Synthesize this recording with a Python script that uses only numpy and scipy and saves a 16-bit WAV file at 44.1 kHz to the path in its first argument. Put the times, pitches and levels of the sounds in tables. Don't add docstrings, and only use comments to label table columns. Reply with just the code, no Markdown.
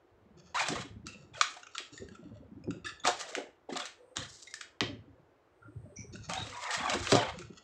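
import sys
import numpy as np
from scipy import signal
from scipy.fft import rfft, irfft
from scipy.io import wavfile

SR = 44100
rng = np.random.default_rng(int(sys.argv[2]) if len(sys.argv) > 2 else 0)


def file_out(sig):
    cols = np.atleast_2d(sig).T
    lim = np.clip(cols, -1, 1)
    pcm = np.round(lim * 32767).astype(np.int16)
    wavfile.write(sys.argv[1], SR, pcm)


N = 336483
TIME = np.arange(N) / SR


def from_db(db):
    return 10 ** (np.asarray(db) / 20)


def rms_one(x):
    return x / np.sqrt(np.mean(x ** 2) + 1e-20)


def unit_energy(x):
    return x / np.sqrt(np.sum(x ** 2) + 1e-20)


def at_hz(table, hz):
    row_hz, values = np.transpose(table)
    return np.interp(np.log(hz + 1e-9), np.log(row_hz), values)


def band(x, low_hz, high_hz, order=2):
    sections = signal.butter(order, [low_hz, high_hz], "band", fs=SR, output="sos")
    return signal.sosfilt(sections, x + 1e-18)


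def add(out, start_s, sound):
    i = int(start_s * SR)
    out[i:i + len(sound)] += sound[:N - i]


def drift(turns_per_s):
    turns = np.arange(0, N / SR + 1, 1 / turns_per_s)
    return rms_one(np.interp(TIME, turns, rng.standard_normal(len(turns))))


def push(start_s, length_s, level_db, swell_db, fade_db_per_s, rise_s=0.015):
    t = TIME - start_s
    held_db = level_db + swell_db * np.clip(t / length_s, 0, 1)
    fade_db = fade_db_per_s * np.clip(t - length_s, 0, 1)
    return np.clip(t / rise_s, 0, 1) * from_db(held_db - fade_db)


def resonate(x, tones):
    out = 0
    for k, (hz, width_hz, db) in enumerate(tones):
        r = np.exp(-np.pi * width_hz / SR)
        feed = np.array([1, 0, -1]) * (1 - r * r) / 2
        feedback = [1, -2 * r * np.cos(2 * np.pi * hz / SR), r * r]
        out = out + (-1) ** k * from_db(db) * signal.lfilter(feed, feedback, x + 1e-18)
    return out


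def strike(blows, tones, spread_db):
    out, t = np.zeros(N), TIME[:SR // 2]
    hz, tone_db, ring_s = np.transpose(tones)
    rings = np.sin(2 * np.pi * hz[:, None] * t) * np.exp(-np.log(1000) * t / ring_s[:, None])
    signs = (-1) ** np.arange(len(tones))
    for start_s, db in blows:
        strengths = from_db(db + tone_db + spread_db * rng.standard_normal(len(tones)))
        add(out, start_s, (strengths * signs) @ rings)
    return out


def touches(per_s, low_hz, high_hz, ring_s, spread_db):
    out, t = np.zeros(N), TIME[:SR // 6]
    swell = t / ring_s * np.exp(-t / ring_s)
    for when, pitch, size, phase in rng.random((int(per_s * N / SR), 4)):
        hz = low_hz * (high_hz / low_hz) ** pitch
        ring = swell * np.sin(2 * np.pi * (hz * t + phase))
        add(out, when * N / SR, from_db(spread_db * size) * ring)
    return rms_one(out)


def tiny_slips(per_s, size_db, max_size, judder_db, judder_per_s):
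    sizes = from_db(size_db * np.minimum(rng.exponential(1, N), max_size))
    directions = rng.choice([-1, 1], N)
    slipping = rng.random(N) < per_s / SR
    return slipping * sizes * directions * from_db(judder_db * drift(judder_per_s))


def stick_slip(track, jitter, jitter_per_s, octave_db):
    times, slips_per_s, db = np.transpose(track)
    pitch_hz = np.interp(TIME, times, slips_per_s) * (1 + jitter * drift(jitter_per_s))
    phase = 2 * np.pi * np.cumsum(pitch_hz) / SR
    loudness = from_db(np.interp(TIME, times, db, left=-200, right=-200))
    return loudness * rms_one(np.sin(phase) + from_db(octave_db) * np.sin(2 * phase))


# frequency_hz, level_db
AIR_TONE = [(18, -32.5), (30, -11), (81, -6.5), (222, -19.5), (350, -2.5), (1410, -15.5), (6000, -37.5),
            (15000, -47)]

def air(level_db=-67.5):
    hz = np.arange(N // 2 + 1) * SR / N
    spectrum = rfft(rng.standard_normal(N)) * from_db(at_hz(AIR_TONE, hz))
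    return from_db(level_db) * rms_one(irfft(spectrum, N))


# start_s, length_s, level_db, swell_db
WEIGHT_SHIFTS = [(0, 0.68, -62, 3), (0.635, 0.82, -40, -21.5), (1.917, 0.93, -50.5, 2.5),
                 (3.04, 0.038, -37.5, -14), (4.162, 0.064, -37.5, -15), (4.814, 0.4, -41.5, -23),
                 (5.613, 0.84, -55.5, 10), (6.762, 0.69, -40.5, -5.5)]

def rumble(level_db=-4, housing_db=-10, resting_db=-80):
    table = touches(per_s=60, low_hz=62, high_hz=354.6, ring_s=0.0063, spread_db=16)
    housing = touches(per_s=23, low_hz=330, high_hz=620, ring_s=0.0052, spread_db=12.5)
    load = np.max([push(*shift, fade_db_per_s=149.5) for shift in WEIGHT_SHIFTS], axis=0)
    return from_db(level_db) * (load + from_db(resting_db)) * (table + from_db(housing_db) * housing)


# pitch_hz, width_hz, level_db
CASING_TONES = [(1350, 180, 2.5), (1870, 92, .5), (2640, 300, 0), (3590, 310, 0.5), (4630, 330, 1),
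                (5400, 420, 0), (6900, 1100, -1.5)]
# start_s, length_s, level_db, swell_db, treble_db
GRIPS = [(0.366, 0.15, -63, 1.5, 4), (1.055, 0.21, -51.5, -17, -0.5), (1.71, 0.37, -58, -8, 4),
         (2.11, 0.25, -67.5, -4, -8.5), (2.844, 0.099, -40, -10, -8.5), (6.123, 0.33, -50.5, -19.5, 7.5),
         (7.31, 0.36, -56.5, -9, -1)]

def creaks(level_db=-1, bend=0.056, direct_db=-24, split_hz=4000):
    slips = tiny_slips(per_s=900, size_db=2.5, max_size=3, judder_db=5, judder_per_s=45)
    out = 0
    for *movement, treble_db in GRIPS:
        tones = [(hz * (1 + bend * rng.uniform(-1.1, 1)), width, db) for hz, width, db in CASING_TONES]
        ring = resonate(resonate(slips, tones), tones) + from_db(direct_db) * slips
        mids = band(ring, 900, split_hz, order=3)
        treble = from_db(treble_db) * band(ring, split_hz, 15000, order=3)
        out = out + push(*movement, fade_db_per_s=355.5, rise_s=0.01) * rms_one(mids - treble)
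    return from_db(level_db) * out


# pitch_hz, width_hz, level_db
SHELL_TONES = [(701, 35, 5), (964, 67, 2), (1197, 110, -4.5), (1921, 20, 3), (4010, 98, -12),
               (6700, 51, -17)]

def shell(force, direct_db):
    sound = from_db(direct_db) * force + resonate(force, SHELL_TONES)
    return [band(sound, *edges_hz, order=3) for edges_hz in [(510, 1200), (1300, 3900), (4000, 12000)]]


# start_s, length_s, level_db, swell_db, bright_db
SLIDES = [(0.543, 0.25, -33.5, -7.5, -1), (1.332, 0.058, -46.5, 3.5, 0), (1.428, 0.15, -55.5, 0.5, 3.5),
          (3.034, 0.041, -31, 3.5, 0), (3.074, 0.32, -48.5, -2, 3.5), (3.688, 0.13, -52, 14, 1),
          (4.154, 0.057, -42.5, 4, 2.5), (4.274, 0.32, -64, -15.5, 19.5), (6.285, 0.22, -32, -20.5, 1),
          (6.48, 0.46, -47, 14, 1.5), (6.967, 0.19, -45.5, 12.5, 3.5), (7.158, 0.14, -30, -14, -7.5)]

def scrapes(lows_db=-8, mids_db=-3, treble_db=-5):
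    slips = tiny_slips(per_s=4600, size_db=2.7, max_size=4, judder_db=4.5, judder_per_s=70)
    lows, mids, treble = map(rms_one, shell(slips, direct_db=-6))
    mid_panels = touches(per_s=300, low_hz=1050, high_hz=4200, ring_s=0.0028, spread_db=9)
    low_panels = touches(per_s=90, low_hz=480, high_hz=1000, ring_s=0.011, spread_db=9)
    low_gain = mid_gain = treble_gain = 0
    for *movement, bright_db in SLIDES:
        force = push(*movement, fade_db_per_s=275.5)
        low_gain = np.maximum(low_gain, force / from_db(bright_db))
        mid_gain = np.maximum(mid_gain, force)
        treble_gain = np.maximum(treble_gain, force * from_db(bright_db))
    return (from_db(lows_db) * low_gain * rms_one(lows + low_panels)
            + from_db(mids_db) * mid_gain * rms_one(mids + mid_panels)
            + from_db(treble_db) * treble_gain * treble)


# time_s, slips_per_s, level_db
FOOT_SQUEAK = [(0.546, 940, -28), (.567, 1030, -27), (.587, 1500, -29), (.604, 2400, -23.5),
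               (.610, 790, -22.5), (.622, 710, -27.5), (.632, 1000, -68)]

def squeak(level_db=-6.5):
    return from_db(level_db) * stick_slip(FOOT_SQUEAK, jitter=0.0687, jitter_per_s=600, octave_db=-10.5)


# start_s, level_db, heavy_db, sharp_db
PLASTIC_HITS = [(0.685, -35.5, 2, 4), (0.755, -43.5, 7, -22), (1.068, -48.5, -30, 6.5),
                (1.412, -24.5, -12, -3), (1.781, -33.5, -23, -5), (3.052, -34.5, 6.5, -4),
                (3.074, -32, 6.5, 5.5), (3.211, -39, -6, 1), (3.3511, -32, -29, -5.5),
                (3.757, -41.5, 7, -29), (3.855, -41.5, -9.5, 0.5), (4.169, -34.5, -9, -0.5),
                (4.5397, -46, -41, 8.5), (4.6117, -42.5, -30, -2), (6.297, -40.5, 5.5, 0),
                (6.335, -37, -15, 0), (6.708, -36, -17, -3.5), (6.898, -31, -6, -4), (6.936, -39.5, 8, 0),
                (7.071, -31, -17, -15), (7.120, -24, 0, -3), (7.1525, -30, 3, -4), (7.389, -47, -22, -1)]

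def clacks(crack_s=0.0005, chatter_s=0.013, chatter_db=-13, lows_db=24, mids_db=25, treble_db=27):
    out, t = np.zeros(N), TIME[:SR // 8]
    shape = np.exp(-t / crack_s) + from_db(chatter_db) * np.exp(-t / chatter_s)
    for start_s, db, heavy_db, sharp_db in PLASTIC_HITS:
        parts = shell(shape * rng.standard_normal(len(t)), direct_db=-2)
        for part, part_db in zip(parts, (lows_db + heavy_db, mids_db, treble_db + sharp_db)):
            add(out, start_s, from_db(db + part_db) * unit_energy(part))
    return out


# start_s, level_db, pitch_hz
TABLE_BUMPS = [(0.716, -28, 302), (1.793, -41.5, 470), (2.016, -31.5, 290), (2.671, -25, 213),
               (3.079, -22, 584), (3.375, -28.5, 412), (3.687, -30, 473), (3.718, -28.5, 256),
               (4.175, -36.5, 210), (4.186, -41.5, 106), (4.811, -27, 308), (4.819, -36.5, 109),
               (4.927, -42, 247), (5.753, -34, 105), (5.984, -37, 121), (6.944, -24.5, 336),
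               (7.122, -15, 453), (7.15, -27, 800), (7.495, -36.5, 248)]

def bumps(rise_s=0.0039, fade_s=0.013, width_ratio=1.577, level_db=-2):
    out, t = np.zeros(N), TIME[:SR // 4]
    shape = (1 - np.exp(-t / rise_s)) * np.exp(-t / fade_s)
    for start_s, db, hz in TABLE_BUMPS:
        lump = band(shape * rng.standard_normal(len(t)), hz / width_ratio, hz * width_ratio, order=3)
        add(out, start_s, from_db(db + level_db) * lump / np.abs(lump).max())
    return out


# pitch_ratio, width_hz, level_db
TAB_TONES = [(0.999, 190, 0.5), (1.97, 296, -3), (2.7, 420, -6), (3.6, 600, -8.5), (5.1, 1300, -7.5)]
# start_s, level_db, brush_s, pitch_hz
TAB_NUDGES = [(1.065, -38.5, 0.0015, 1330), (1.565, -38, 0.0043, 736), (1.629, -37, .0035, 1390),
              (1.666, -39, 0.0026, 1320), (1.748, -31, 0.0038, 1316), (1.975, -36.5, 0.0027, 1870),
              (2.084, -42, 0.0023, 1670), (2.147, -42.5, 0.0042, 1380), (2.637, -47.5, 0.0022, 2495),
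              (2.705, -34, 0.0028, 1370), (2.856, -28, .007, 1730), (2.997, -39, 0.0032, 3550),
              (4.469, -36.5, 0.0038, 2044), (4.539, -33, .0008, 1800), (4.608, -32, 0.0014, 1430),
              (6.153, -37, 0.0028, 1450), (7.414, -39.5, 0.0037, 1340)]

def tab_ticks(level_db=-1, bend=0.09):
    out, t = np.zeros(N), TIME[:SR // 8]
    for start_s, db, brush_s, hz in TAB_NUDGES:
        tunings = 1 + bend * rng.uniform(-1, 1, len(TAB_TONES))
        tunings[0] = 1
        tones = [(ratio * hz * tuning, width_hz, tone_db)
                 for (ratio, width_hz, tone_db), tuning in zip(TAB_TONES, tunings)]
        brush = rng.standard_normal(len(t)) * t * np.exp(-t / brush_s)
        tick = resonate(resonate(brush, tones), tones)
        add(out, start_s, from_db(db + level_db) * tick / np.abs(tick).max())
    return out


# start_s, length_s, level_db, pitch_hz
SINGING_PANELS = [(1.068, .07, -54, 2680), (1.93, 0.05, -57.5, 6960), (3.985, .13, -60.5, 505),
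                  (5.618, 0.04, -59.5, 1393), (5.955, 0.065, -52, 5830), (5.96, .06, -60, 2300),
                  (6.286, 0.11, -46.5, 763), (6.36, .07, -47, 3770), (6.52, 0.18, -53, 983),
                  (6.635, .12, -50, 1213), (6.67, 0.073, -39.5, 1855), (6.796, 0.066, -39, 1158),
                  (6.827, .09, -41.5, 760)]

def whines(width_share=0.065, judder_db=3):
    out, rubbing = 0, rng.standard_normal(N)
    for start_s, length_s, db, hz in SINGING_PANELS:
        panel = [(hz, width_share * hz, 0)]
        note = rms_one(resonate(resonate(rubbing, panel), panel))
        out = out + push(start_s, length_s, db, swell_db=0, fade_db_per_s=400, rise_s=0.013) * note
    return out * from_db(judder_db * drift(400))


# pitch_hz, level_db, ring_s
CATCH_TONES = [(1185, -10, 0.0094), (1393, -4.5, 0.015), (1520, -11, 0.011), (1885, -13.5, 0.0031),
               (2550, -10.5, 0.0029), (4100, -6.5, .0029), (5900, -4, 0.0011)]

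def catch_snap(start_s=1.4109, level_db=-7, count=5, gap_s=0.00088, loss_db=1):
    blows = [(start_s + gap_s * k, level_db - loss_db * k) for k in range(count)]
    return strike(blows, CATCH_TONES, spread_db=0)


# time_s, slips_per_s, level_db
TRAY_PULL = [(3.18, 570, -58.5), (3.40, 634, -45.5), (3.50, 470, -59)]

def tray_judder(judder_db=2):
    tone = stick_slip(TRAY_PULL, jitter=0.21, jitter_per_s=310, octave_db=-35)
    return tone * from_db(judder_db * drift(81))


# start_s, length_s, level_db
HIGH_HISSES = [(3.88, 0.45, -70), (5.421, 1, -70)]

def high_hiss(low_hz=8300, high_hz=9600):
    loudness = np.zeros(N)
    for start_s, length_s, db in HIGH_HISSES:
        add(loudness, start_s, from_db(db) * np.hanning(int(length_s * SR)))
    return loudness * rms_one(band(rng.standard_normal(N), low_hz, high_hz, order=3))


def set_down(start_s=4.8074, crack_db=-9, rattle_db=-27, rattle_s=0.01):
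    out, t = np.zeros(N), TIME[:SR // 3]
    crack = band(signal.unit_impulse(len(t)), low_hz=900, high_hz=4700, order=3)
    noise = band(rng.standard_normal(len(t)), low_hz=1200, high_hz=3600)
    rattle = rms_one(noise) * np.exp(-t / rattle_s)
    add(out, start_s, from_db(crack_db) * crack / np.abs(crack).max() + from_db(rattle_db) * rattle)
    return out


# pitch_hz, level_db
FRAME_TONES = [(119, 9), (198, -10), (287, -6.5), (384, 2), (428, -6.5), (500, 0), (620, -7), (703, -1),
               (777, -10)]
# start_s, ring_db, thud_db
LANDINGS = [(4.812, -44.5, -32), (7.124, -32.5, -9.5), (7.152, -39, -11.5)]

def landings(ring_s=0.24):
    blows = [(start_s, ring_db) for start_s, ring_db, _ in LANDINGS]
    out = strike(blows, [(hz, db, ring_s) for hz, db in FRAME_TONES], spread_db=1.5)
    thud = band(signal.unit_impulse(SR // 10), low_hz=110, high_hz=750, order=3)
    for start_s, _, thud_db in LANDINGS:
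        add(out, start_s, from_db(thud_db) * thud / np.abs(thud).max())
    return out


# time_s, slips_per_s, level_db
DRAG = [(6.52, 980, -51), (6.66, 1090, -34), (6.72, 890, -34.5), (6.77, 990, -38), (6.86, 820, -31.5),
        (6.95, 530, -27), (6.98, 210, -45)]

def groan(level_db=-10, judder_db=2.6):
    tone = stick_slip(DRAG, jitter=0.11, jitter_per_s=480, octave_db=-2.5)
    return from_db(level_db) * tone * from_db(judder_db * drift(150))


# frequency_hz, fade_s
ECHO_TIMES = [(120, 0.3), (500, 0.18), (2000, 0.34), (5000, 0.25), (10000, 0.22)]

def room(x, build_s=0.015):
    t, tail = TIME[:SR * 2 // 3], 0
    edges_hz = np.geomspace(60, 16000, 12)
    for low, high in zip(edges_hz, edges_hz[1:]):
        fade_s = at_hz(ECHO_TIMES, np.sqrt(low * high))
        tail = tail + band(rng.standard_normal(len(t)), low, high) * np.exp(-np.log(1000) * t / fade_s)
    echo = unit_energy(tail * (1 - np.exp(-t / build_s)))
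    return signal.fftconvolve(x, echo)[:N]


def scene():
    sliding = creaks() + scrapes() + squeak() + whines() + tray_judder() + high_hiss() + groan()
    knocks = clacks() + tab_ticks() + set_down()
    snap = catch_snap()
    weight = rumble() + bumps() + landings()
    to_walls = (from_db(-11.5) * sliding + from_db(-9) * knocks
                + from_db(-13.5) * snap + from_db(-7.5) * weight)
    return (sliding + knocks + snap + weight + room(to_walls) + air())[None]


def record(dry, dull_hz=7900, leak_db=-30, thin_hz=52, hiss_db=-94, cutoff_hz=15700):
    dull = signal.sosfilt(signal.butter(10, dull_hz, fs=SR, output="sos"), dry)
    bass_cut = signal.butter(3, thin_hz, "high", fs=SR, output="sos")
    heard = signal.sosfilt(bass_cut, dull + from_db(leak_db) * dry)
    hiss = from_db(hiss_db) * rng.standard_normal(N)
    top_cut = signal.ellip(10, 0.1, 80, cutoff_hz, fs=SR, output="sos")
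    return signal.sosfilt(top_cut, heard + hiss)


dry = scene()
out = record(dry)
file_out(out)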